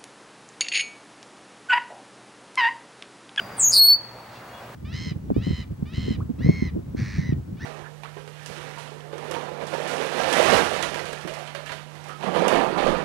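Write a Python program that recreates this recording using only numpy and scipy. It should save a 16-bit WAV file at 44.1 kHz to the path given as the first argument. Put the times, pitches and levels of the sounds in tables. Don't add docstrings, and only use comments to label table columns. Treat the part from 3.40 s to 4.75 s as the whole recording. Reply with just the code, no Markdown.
import sys
import numpy as np
from scipy import signal
from scipy.io import wavfile
from scipy.ndimage import uniform_filter1d

SR = 44100
rng = np.random.default_rng(int(sys.argv[2]) if len(sys.argv) > 2 else 0)


def ratio_of_db(decibels):
    return 10 ** (np.asarray(decibels, float) / 20)


def generate_wav(sig):
    pcm = np.round(np.clip(np.atleast_2d(sig).T, -1, 1) * 32767).astype(np.int16)
    wavfile.write(sys.argv[1], SR, pcm)


N = 59535


def evened(x):
    return x / np.sqrt(np.mean(x ** 2) + 1e-20)


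def sine(hz):
    return np.sqrt(2) * np.sin(2 * np.pi * np.cumsum(hz * np.ones(N)) / SR)


def fuzzy(hz, width):
    r = np.exp(-np.pi * width / SR)
    z = rng.standard_normal(N) + 1j * rng.standard_normal(N)
    for _ in range(2):
        z = signal.lfilter([1], [1, -r], z)
    carrier = np.exp(2j * np.pi * np.cumsum(hz * np.ones(N)) / SR)
    return evened((z * carrier).real)


def read(points, hz):
    f, value = np.transpose(points)
    return np.interp(np.log(hz + 1), np.log(f + 1), value)


# (frequency [Hz], level [dB per Hz])
AIR_SPECTRUM = [(25, -33), (75, -5.5), (200, 0.5), (300, -4), (850, 0), (2000, -8.5), (3000, -16),
                (6500, -25), (15000, -32.5)]
# (frequency [Hz], correlation [0-1])
LIKENESS = [(60, 0.96), (180, 1), (550, 0.89), (1650, 0.69), (4970, 0.5), (15000, 1)]


def air():
    wash_db, whine_hz, whine_db = -39.5, 15734, -61
    hum_hz, hum_width_hz, hum_db, hum_steady = 119.8, 17, -56, 2.53
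    frames, hz = N // 256 + 5, np.fft.rfftfreq(1024, 1 / SR)
    a, b, c, d, patches = rng.standard_normal((frames, 513, 5)).T
    patches = evened(uniform_filter1d(uniform_filter1d(patches, 10, 0), 12, 1))
    same = np.clip(read(LIKENESS, hz), -1, 1)[:, None]
    left = a + 1j * b
    right = same * left + np.sqrt(1 - same ** 2) * (c + 1j * d)
    z = np.array([left, right]) * ratio_of_db(read(AIR_SPECTRUM, hz)[:, None] + patches)
    wash = ratio_of_db(wash_db) * evened(signal.istft(z, nperseg=1024, noverlap=768)[1][:, :N])
    t = np.arange(N) / SR
    whine = ratio_of_db(whine_db) * np.sqrt(2) * np.sin(2 * np.pi * whine_hz * t)
    steady_hum = hum_steady * np.sin(2 * np.pi * hum_hz * t)
    hum = ratio_of_db(hum_db) * (fuzzy(hum_hz, hum_width_hz) + steady_hum)
    return wash + hum + whine


# (start [s], length [s], pitch [Hz], glide [Hz])
FAR_BIRDS = [
    (0, .32, 4785, -30),
    (1.13, .078, 3370, 0),
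    (1.062, .1, 6680, 0),
    (.945, .045, 2750, -100),
    (1.0, .35, 2830, 0),
    (.91, .05, 5150, 0),
    (.94, .04, 3700, 0),
]
FAR_BIRD_LEVELS = [-50.5, -53, -68, -57, -64, -65, -68]
# (centre [s], half length [s], pitch [Hz], width [Hz])
FAR_TRILL = (.95, .045, 3700, 3200)


def distant():
    fade_db, blur_hz, trill_db = -18, 40, -49.5
    t, out = np.arange(N) / SR, np.zeros((2, N))
    for (start, length, pitch, glide), db in zip(FAR_BIRDS, FAR_BIRD_LEVELS):
        u = np.clip((t - start) / length, 0, 1)
        sounding = start == 0
        edges = np.clip(np.minimum(u + sounding, 1 - u) * 8, 0, 1)
        shape = edges * ratio_of_db(db + fade_db * u * sounding)
        hz = pitch + glide * u
        both, clear = fuzzy(hz, blur_hz), sine(hz)
        out += shape * np.array([clear + 1.05 * both, clear + 0.67 * fuzzy(hz, blur_hz)])
    centre, half, hz, width = FAR_TRILL
    return out + ratio_of_db(trill_db) * np.exp(-((t - centre) / half) ** 2) * fuzzy(hz, width)


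def drift(size):
    return evened(uniform_filter1d(uniform_filter1d(rng.standard_normal(N), size), size))


def whistle(curve, flutter):
    jitter_hz, shimmer_db = 25, 1.41
    t, (s, *columns) = np.arange(N) / SR, np.transpose(curve)
    hz, level_db, depth, second_db, third_db = (np.interp(t, s, c) for c in columns)
    top, rate, slowing, swing, lead = flutter
    beat = 2 * np.pi * (rate * (t - top) - slowing * (t - top) ** 2 / 2)
    shake = np.cos(beat) + 0.32 * np.sin(2 * beat)
    jitter = jitter_hz * depth / 300 * drift(size=60)
    phase = 2 * np.pi * np.cumsum(hz + depth * shake + jitter) / SR
    throb = 1 + np.clip(swing * depth, 0, .95) * np.cos(beat + lead)
    tone = np.sin(phase)
    for k, db in ((2, second_db), (3, third_db)):
        tone += ratio_of_db(db) * np.sin(k * phase) * (k * hz < 19000)
    shimmer = shimmer_db * drift(size=200) + depth / 250 * drift(size=50)
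    return np.sqrt(2) * tone * throb * ratio_of_db(level_db + shimmer) * (t > s[0]) * (t < s[-1])


# (time [s], pitch [Hz], level [dB], flutter depth [Hz], second partial [dB], third partial [dB])
HIGH_CURVE = [
    (.168, 9530, -52, 450, -33, -60),
    (.184, 8730, -35.5, 494, -32.5, -60),
    (.202, 7770, -19.5, 550, -37.5, -60),
    (.230, 6960, -17.5, 420, -30.5, -60),
    (.254, 6650, -13.5, 200, -22.5, -61.5),
    (.284, 6603, -13, 220, -17.5, -60),
    (.291, 6550, -22, 220, -7.5, -60),
    (.310, 6650, -14, 300, -33, -60),
    (.322, 6800, -40, 350, -26, -60),
]
# (one pitch top [s], rate [Hz], slowing [Hz/s], loudness swing [per Hz], lead [rad])
HIGH_BEAT = (.2205, 287, 350, .0007, 1.2)


def high_note():
    return whistle(HIGH_CURVE, HIGH_BEAT)


# (time [s], pitch [Hz], level [dB], flutter depth [Hz], second [dB], third partial [dB])
LOW_BUZZ = [
    (.312, 5300, -51.5, 549, -15, -22.5),
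    (.322, 5100, -24.5, 508, -9, -26),
    (.338, 4760, -15, 430, -13, -23),
    (.372, 4463, -12, 258, -10.5, -18),
    (.399, 4325, -9, 90, -14, -10),
]
LOW_CLEAR = [
    (.405, 4327, -12, 5, -38, -15),
    (.438, 4360, -9, 5, -12, -5.5),
    (.468, 4386, -11.5, 5, -9.5, -6),
    (.478, 4414, -4.5, 5, -21, -24),
    (.520, 4443, -7, 5, -38.5, -19.5),
    (.540, 4494, -9.5, 5, -29, -33),
    (.568, 4490, -28, 5, -31, -28),
    (.59, 4540, -60, 5, -32, -30),
]
# (one pitch top [s], rate [Hz], slowing [Hz/s], loudness swing [per Hz], lead [rad])
LOW_BEAT = (.3537, 194, 5, 0.0016, 1.86)


def low_note():
    return whistle(LOW_BUZZ + LOW_CLEAR, LOW_BEAT)


# (multiple of pitch, centre [s], half length [s], width [Hz], level [dB])
RASP_BANDS = [
    (1.5, 0.334, 0.025, 1400, -31),
    (2.5, 0.424, 0.058, 1200, -46.5),
]


def rasp():
    t, (s, pitch) = np.arange(N) / SR, np.transpose(LOW_BUZZ + LOW_CLEAR)[:2]
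    hz, out = np.interp(t, s, pitch), np.zeros(N)
    for multiple, centre, half, width, db in RASP_BANDS:
        out += ratio_of_db(db) * np.exp(-((t - centre) / half) ** 2) * fuzzy(multiple * hz, width)
    return out


# (delay [s], left level [dB], right level [dB])
NEAR_ECHOES = [
    (.0021, -21, -26.5),
    (.0046, -14, -13.5),
    (.0083, -7, -15),
    (0.0134, -21.5, -32),
    (.021, -19.5, -17.5),
]


def trees(x):
    leaf_hz = 5560
    taps, t = np.zeros((2, SR)), np.arange(SR) / SR
    at = np.arange(400, SR - 20, 20) + rng.integers(0, 20, (2, (SR - 401) // 20))
    np.put_along_axis(taps, at, rng.choice([-1., 1.], at.shape), 1)
    out = np.zeros((2, SR))
    for db, t60 in ((-17, .35), (-36, 2)):
        tail = taps * ratio_of_db(-60 * t / t60)
        out += ratio_of_db(db) * tail / np.linalg.norm(tail[0])
    out = signal.sosfilt(signal.butter(4, leaf_hz, fs=SR, output='sos'), out)
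    out[:, 0] = 1
    for delay, left_db, right_db in NEAR_ECHOES:
        out[:, round(delay * SR)] += ratio_of_db(np.array([left_db, right_db]))
    return signal.fftconvolve(x[None], out, axes=1)[:, :N]


def scene():
    bird = high_note() + low_note() + rasp()
    return trees(bird) + distant() + air()


def low_pass(x):
    return signal.sosfilt(signal.butter(12, 15880, fs=SR, output="sos"), x)


def record(dry):
    knee_db, squeeze, fall_s, recover_db_per_s = -20, 0.4, 0.042, 5
    span = round(fall_s * SR)
    power = uniform_filter1d((dry ** 2).mean(0), span, origin=span // 2 - 1)
    power_db = 10 * np.log10(abs(power) + 1e-12)
    cut_db = squeeze * np.maximum(power_db - knee_db, 0)
    rise = np.arange(N) * recover_db_per_s / SR
    held_cut_db = np.maximum.accumulate(cut_db + rise) - rise
    return low_pass(dry / ratio_of_db(held_cut_db))


dry = scene()
out = record(dry)
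generate_wav(out)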